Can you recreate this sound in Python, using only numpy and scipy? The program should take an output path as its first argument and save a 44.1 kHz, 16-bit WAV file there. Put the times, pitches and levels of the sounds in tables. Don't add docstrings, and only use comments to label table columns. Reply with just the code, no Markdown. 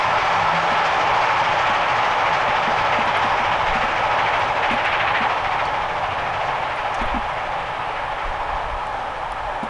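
import sys
import numpy as np
from scipy import signal
from scipy.fft import rfft, irfft, next_fast_len
from scipy.io import wavfile
from scipy.ndimage import uniform_filter1d, minimum_filter1d, map_coordinates

SR = 44100
rng = np.random.default_rng(int(sys.argv[2]) if len(sys.argv) > 2 else 0)


def persist_wave(psi):
    counts = np.round(np.clip(psi, -1, 1) * 32767).astype(np.int16)
    wavfile.write(sys.argv[1], SR, np.atleast_2d(counts).T)


N = 427329
TIME = np.arange(N) / SR

TRACK_M, SPEED_M_PER_S, SOUND_M_PER_S = 87.9, 22, 343
ENGINE_BACK_M, WHEELS_BACK_M, RAILS_BACK_M, COACHES_BACK_M = 4.4, 10.02, 39.5, 73


TURN_PUFFS = [-1.1, 0.083, 0.23, 0.82]

def locomotive():
    count = int(beat_count()[-1]) + 2
    puff_db = np.resize(TURN_PUFFS, count) + 0.51 * rng.standard_normal(count)
    distance = passing(ENGINE_BACK_M)
    return chimney(puff_db, distance) + cylinder_steam(puff_db, distance)


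# (time [s], chimney [0-1], cylinder steam [0-1])
PUFF_DEPTH = [(0, 0.14, 0.38), (1.7, 0.62, .88), (4.3, 0.89, 0.91), (5.5, .97, .8), (7.3, 0.78, .62),
              (8.5, 0.51, .4)]
# (time [s], boost [dB])
ACCENTS = [(1.226, 2.5), (1.518, 0.5), (1.683, 2.5), (1.826, 2.5), (2.049, 1.5), (2.488, 2), (3.16, 1),
           (4.198, 1.5), (4.273, 1.5), (4.356, 3), (4.863, 1.3), (4.938, 0.5), (5.465, 2), (5.602, 1.5),
           (6.046, 1), (6.866, 1), (7.016, 4), (7.095, 2.5), (7.589, 1.5), (7.97, 3), (8.196, 3)]
# (time [s], level [dB])
BLAST_LEVEL = [(0, -24.5), (1.6, -23), (3.5, -21), (4.33, -21), (4.55, -21.5), (5.17, -20), (5.9, -23.3),
               (6.45, -21), (7.65, -22.5), (8.3, -22), (8.55, -23), (8.75, -25.5), (9.69, -24.5)]
# (frequency [Hz], density [dB])
BLAST_SPECTRUM = [(250, -24), (600, -3.5), (1100, 2.1), (1650, 1.5), (2000, 0.2), (2300, .8), (3100, -6),
                  (3700, -13.5), (4150, -21), (5500, -34.5), (9000, -64)]
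# (time [s], level [dB])
BARK_ENVELOPE = [(4.5, -60), (4.64, -27.5), (4.8, -26), (4.9, -24), (5.02, -25.6), (5.2, -24.7),
                 (5.31, -35), (5.5, -60)]
# (frequency [Hz], density [dB])
BARK_SPECTRUM = [(700, -25.5), (1200, -5), (1600, 2.5), (2400, 0.5), (3100, -5.5), (3800, -14),
                 (5500, -32.5), (9000, -60)]

def chimney(puff_db, distance):
    beats = beat_count()
    size_db = puff_db.copy()
    for s, db in ACCENTS:
        size_db[int(beats[round(s * SR)])] += db
    depth = curves(PUFF_DEPTH)[0]
    chuff = puffing(depth, size_db, rise=0.26, fall=0.38, between=0.09)
    sharp_chuff = puffing(depth, size_db, rise=0.27, fall=0.25, between=0.02)
    blast_db = curves(BLAST_LEVEL)[0] + fade_db(distance, loss_db_per_m=0.0349)
    blast = amp(blast_db) * chuff * rush(BLAST_SPECTRUM, patchy_db=0.93)
    bark = amp(curves(BARK_ENVELOPE)[0]) * sharp_chuff * rush(BARK_SPECTRUM, patchy_db=1)
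    return blast + bark


# (frequency [Hz], density [dB])
STEAM_SPECTRUM = [(2500, -11), (3800, 2.5), (4900, 4), (6200, -1.5), (7300, -10), (9000, -18.5),
                  (11500, -84)]
# (time [s], boost [dB])
STEAM_SURGES = [(4.2, 2), (6.8, 2), (8.9, 3)]
# (time [s], level [dB])
STEAM_SPITS = [(.865, -36.5), (1.40, -40), (6.47, -46), (6.99, -46)]

def cylinder_steam(puff_db, distance):
    level_db = -40.5 + fade_db(distance, loss_db_per_m=0.08) + swells(STEAM_SURGES, half_width_s=1.1)
    pulse = puffing(curves(PUFF_DEPTH)[1], puff_db, rise=0.23, fall=0.45, between=0.15)
    puffs = amp(level_db + 0.59 * wobble(12)) * pulse
    spits = sum(amp(db) * np.exp(-((TIME - s) / 0.019) ** 2) for s, db in STEAM_SPITS)
    return np.hypot(puffs, spits) * rush(STEAM_SPECTRUM, patchy_db=1)


# (frequency [Hz], density [dB])
ROAR_SPECTRUM = [(150, -25.5), (220, -16), (340, -13), (480, -7.5), (600, -4.4), (750, 0), (1000, 0),
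                 (1200, -4), (1480, -10.5), (1750, -9), (2100, -21), (3200, -20), (4300, -31), (5500, -69)]
# (time [s], boost [dB])
ROAR_SURGES = [(.3, 1), (.9, 1), (4.22, 1.5), (4.7, 0.7), (5.2, 1.4), (6.5, .5), (8.45, 1.2)]

def wheels():
    ring = wheel_ring()
    rails = amp(-23 + fade_db(passing(RAILS_BACK_M))) * rush(ROAR_SPECTRUM, patchy_db=0.94)
    throb_db = 0.3 * np.sin(np.pi * beat_count())
    surge_db = swells(ROAR_SURGES, half_width_s=0.22)
    return amp(surge_db + throb_db + 0.15 * wobble(10)) * (rails + ring)


# (frequency [Hz], nominal width [Hz], relative level [dB], gain when heard from behind [dB])
WHEEL_MODES = [(596, 80, -7.2, 2), (777, 81, -3.8, 1.5), (852, 84, -.3, 0.5), (845, 38, -6, -.7),
               (968.5, 45, -7.3, -3.5), (1089, 110, -5.7, -7.5), (1298.5, 76, -4.4, -3.5),
               (1687, 130, -11.5, -1), (2264, 180, -14.5, -1), (3400, 120, -25, -4)]
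# (time [s], boost [dB])
ROUGH_RAIL = [(.14, 1.5), (.40, 2.5), (.72, 3), (.88, 1), (1.03, 0.8), (1.33, 2), (2.26, 0.5), (2.97, 2.2),
              (3.34, 2.2), (4.07, 1.8), (4.19, 1), (4.68, 1.7), (5.7, 1), (6.98, 2), (8.56, 3), (9.0, 1),
              (9.51, 1.5)]

def wheel_ring(doppler_share=0.33):
    distance = passing(WHEELS_BACK_M)
    doppler = 1 / (1 + np.gradient(distance) * SR / SOUND_M_PER_S)
    pitch = (doppler / doppler.mean()) ** doppler_share
    behind = 1 - (TRACK_M / distance) ** 2
    ring = np.zeros(N)
    for centre, width, db, behind_db in WHEEL_MODES:
        mode = ringing(centre, width * 1.33)
        flutter_db = 0.55 * wobble(6) + 0.7 * wobble(60)
        ring += amp(db + behind_db * behind + flutter_db) * mode
    ring = map_coordinates(unit(ring), [np.cumsum(pitch)], order=1, mode="mirror")
    return amp(-22.5 + fade_db(distance) + swells(ROUGH_RAIL, half_width_s=0.055)) * ring


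# (frequency [Hz], density [dB])
BOGIE_SPECTRUM = [(20, -8.5), (55, -8), (75, -1), (110, 5.5), (145, 1), (170, -3), (190, -19), (260, -16),
                  (500, -56.5)]
# (time [s], boost [dB])
BODY_BOOMS = [(.55, 9.5), (5.9, 7), (7.56, 6.5)]

def coaches():
    boom_db = -45 + fade_db(passing(WHEELS_BACK_M), loss_db_per_m=0.06)
    boom = amp(boom_db + swells(BODY_BOOMS, half_width_s=0.13)) * ringing(centre=164.9, width=13.4)
    rumble_db = -39.5 + fade_db(passing(COACHES_BACK_M))
    return boom + amp(rumble_db) * rush(BOGIE_SPECTRUM, patchy_db=1.5)


# (time [s], relative level [dB], thud share [dB], clack share [dB], pitch [ratio])
CASE_KNOCKS = [(.715, -27, -14, -12, 1.02), (1.695, -27.5, -17, -12, 0.97), (2.481, -30.5, -10, -12, 1),
               (2.675, -25, -18, -15, .97), (2.985, -20.5, -18, -14, .98), (3.072, -26.5, -17, -16, 0.99),
               (3.245, -24.5, -20, -15.5, 1), (3.398, -28, -17, -12, 1), (3.754, -25.5, -10, -8, 0.98),
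               (3.835, -28, -11, -10, 1), (4.710, -20.3, -14, -6.5, .98), (4.736, -25.5, -16, -7, 1.04),
               (5.206, -22.5, -18, -20, .98), (7.012, -23.5, 3, -7, 1), (7.143, -19.7, -2, -24, 1.12),
               (7.166, -22.5, -9.5, -24, 0.95), (9.629, -22, -17, -9, .96)]
# (frequency [Hz], relative level [dB], t60 [s])
CASE_MODES = [(233.6, 2.2, 0.095), (273, -5.5, 0.076), (390, -16, 0.077), (120, -18, 0.046)]

def case_knocks():
    out, t = np.zeros(N), np.arange(SR // 5) / SR
    thud = np.sin(2 * np.pi * 52 * t) * amp(-60 * t / 0.18)
    attack = 1 - np.exp(-t / 0.0032)
    for s, db, thud_db, clack_db, pitch in CASE_KNOCKS:
        ring = np.zeros(len(t))
        for hz, mode_db, t60 in CASE_MODES:
            ring += amp(mode_db + rng.normal(0, 1.5) - 60 * t / t60) * np.sin(2 * np.pi * hz * pitch * t)
        clack = burst(centre=352, width=260, t60=0.099)
        knock = ring + amp(thud_db) * thud + amp(clack_db) * clack
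        add(out, s, amp(db + 2.5) * attack * knock)
    return out


# (time [s], relative level [dB], centre [Hz], width over centre [ratio], t60 [s])
CASE_TICKS = [(3.060, -40, 9100, .2, 0.022), (3.172, -30.5, 10000, .18, .012),
              (4.394, -37.5, 9000, .2, .02), (4.852, -35.5, 7540, .3, 0.035),
              (5.653, -29.5, 4470, .15, 0.066), (6.760, -44, 9600, .2, .06),
              (6.944, -28.3, 5700, 0.23, .06), (7.059, -38.5, 10600, .15, .015),
              (7.292, -39, 8400, .2, .015), (8.870, -33, 7500, .35, 0.0083), (9.320, -30, 10200, .3, 0.012),
              (9.321, -32.5, 5400, .4, .01)]

def case_ticks():
    out = np.zeros(N)
    for s, db, centre, spread, t60 in CASE_TICKS:
        add(out, s, amp(db - 8) * burst(centre, centre * spread, t60))
    return out


# (start [s], peak level [dB], time to peak [s])
WIND_GUSTS = [(3.62, -31, .08), (6.96, -25, .09), (7.05, -28, .06), (7.60, -39, .04), (8.23, -29.5, .045),
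              (8.34, -34, 0.074), (8.48, -29, .05), (8.62, -31, 0.045), (8.695, -26.3, .035),
              (9.22, -35, .06), (9.38, -31, .07)]
# (frequency [Hz], density [dB])
WIND_SPECTRUM = [(10, -3), (30, 6.5), (55, 0), (80, -9), (150, -44), (400, -55.5), (1500, -100)]

def wind(breeze_db=-47.5, rising_db_per_s=0.5):
    power = amp(breeze_db + rising_db_per_s * TIME + 1.5 * wobble(10)) ** 2
    for s, db, rise_s in WIND_GUSTS:
        age = np.maximum(TIME - s, 0) / rise_s
        gust = amp(db) * (age * np.exp(1 - age)) ** 2
        power += gust ** 2
    eddies = amp(0.8 * wobble(22))
    return np.sqrt(power) * eddies * rush(WIND_SPECTRUM, patchy_db=1)


# (frequency [Hz], density [dB])
FIELD_SPECTRUM = [(1000, 7.5), (4000, 7), (5200, 7.5), (6200, 4.5), (7500, 4), (10000, 1.5), (11000, -10.5)]

def field_hiss():
    return amp(-55.5) * rush(FIELD_SPECTRUM, patchy_db=0)


def beat_count(start_hz=13.463, quickening_hz_per_s=0.0073, first_beat_s=0.0175):
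    t = TIME - first_beat_s
    return start_hz * t + 0.5 * quickening_hz_per_s * t ** 2


def puffing(depth, size_db, rise, fall, between):
    beats = beat_count()
    number, phase = np.floor(beats).astype(int), beats % 1
    size = amp(size_db)
    shape = lambda age: (1 - np.exp(-(age / rise) ** 2)) * np.exp(-age / fall)
    power = size[number] ** 2 * shape(phase) + size[number - 1] ** 2 * shape(phase + 1)
    share = np.clip(depth * (1 - between), 0, 1)
    return np.sqrt(1 - share + share * power / power.mean())


def passing(back_m):
    return np.hypot(TRACK_M, SPEED_M_PER_S * TIME - back_m)


def fade_db(distance, loss_db_per_m=0):
    return 20 * np.log10(TRACK_M / distance) - loss_db_per_m * (distance - TRACK_M)


def amp(db):
    return 10 ** (np.asarray(db) / 20)


def unit(x):
    return x / np.sqrt(np.mean(x ** 2) + 1e-20)


def curves(rows):
    times, *columns = np.transpose(rows)
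    return [np.interp(TIME, times, column) for column in columns]


def swells(rows, half_width_s):
    t = TIME[::20]
    return np.interp(TIME, t, sum(db * np.exp(-((t - s) / half_width_s) ** 2) for s, db in rows))


def wobble(rate):
    knots = rng.standard_normal(int(N * rate / SR) + 4)
    grid = np.arange(len(knots) * 10) / 10
    return np.interp(TIME * rate, grid, map_coordinates(knots, [grid]))


def filtered(x, response):
    m = next_fast_len(N + SR // 2)
    return irfft(rfft(x, m) * response(np.fft.rfftfreq(m, 1 / SR)), m)[:N]


def rush(spectrum, patchy_db):
    bins = signal.stft(rng.standard_normal(N), nperseg=1024)[2]
    patches = uniform_filter1d(rng.standard_normal(bins.shape), size=10, axis=0)
    patches = uniform_filter1d(patches, size=9, axis=1)
    noise = signal.istft(bins * amp(patchy_db * unit(patches)), nperseg=1024)[1][:N]
    points_hz, db = np.transpose(spectrum)
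    return unit(filtered(noise, lambda hz: amp(np.interp(np.log(hz + 1), np.log(points_hz), db))))


def resonance(hz, centre, width):
    return 1j * hz * width / (centre ** 2 - hz ** 2 + 1j * hz * width)


def ringing(centre, width):
    m = next_fast_len(N, real=True)
    hz = np.fft.rfftfreq(m, 1 / SR)
    hz = hz[hz < 2 * centre + 2 * width]
    shaking = rng.standard_normal(len(hz)) + 1j * rng.standard_normal(len(hz))
    return unit(irfft(shaking * resonance(hz, centre, width) ** 2, m)[:N])


def burst(centre, width, t60, order=1):
    t = np.arange(SR // 5) / SR
    band = resonance(np.fft.rfftfreq(len(t), 1 / SR), centre, width) ** order
    noise = irfft(rfft(rng.standard_normal(len(t))) * band, len(t))
    return unit(noise) * amp(-60 * t / t60)


def add(track, s, sound):
    part = track[round(s * SR):][:len(sound)]
    part += sound[:len(part)]


def scene():
    train = wheels() + coaches() + locomotive()
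    return (train + wind() + field_hiss() + case_knocks() + case_ticks())[None]


def record(dry):
    ceiling, top_hz = 0.34, 10800
    needed = ceiling / np.maximum(np.abs(dry[0]), ceiling)
    gain = uniform_filter1d(minimum_filter1d(needed, size=177), size=133)
    return filtered(dry[0] * gain, lambda hz: hz < top_hz)[None]


dry = scene()
out = record(dry)
persist_wave(out)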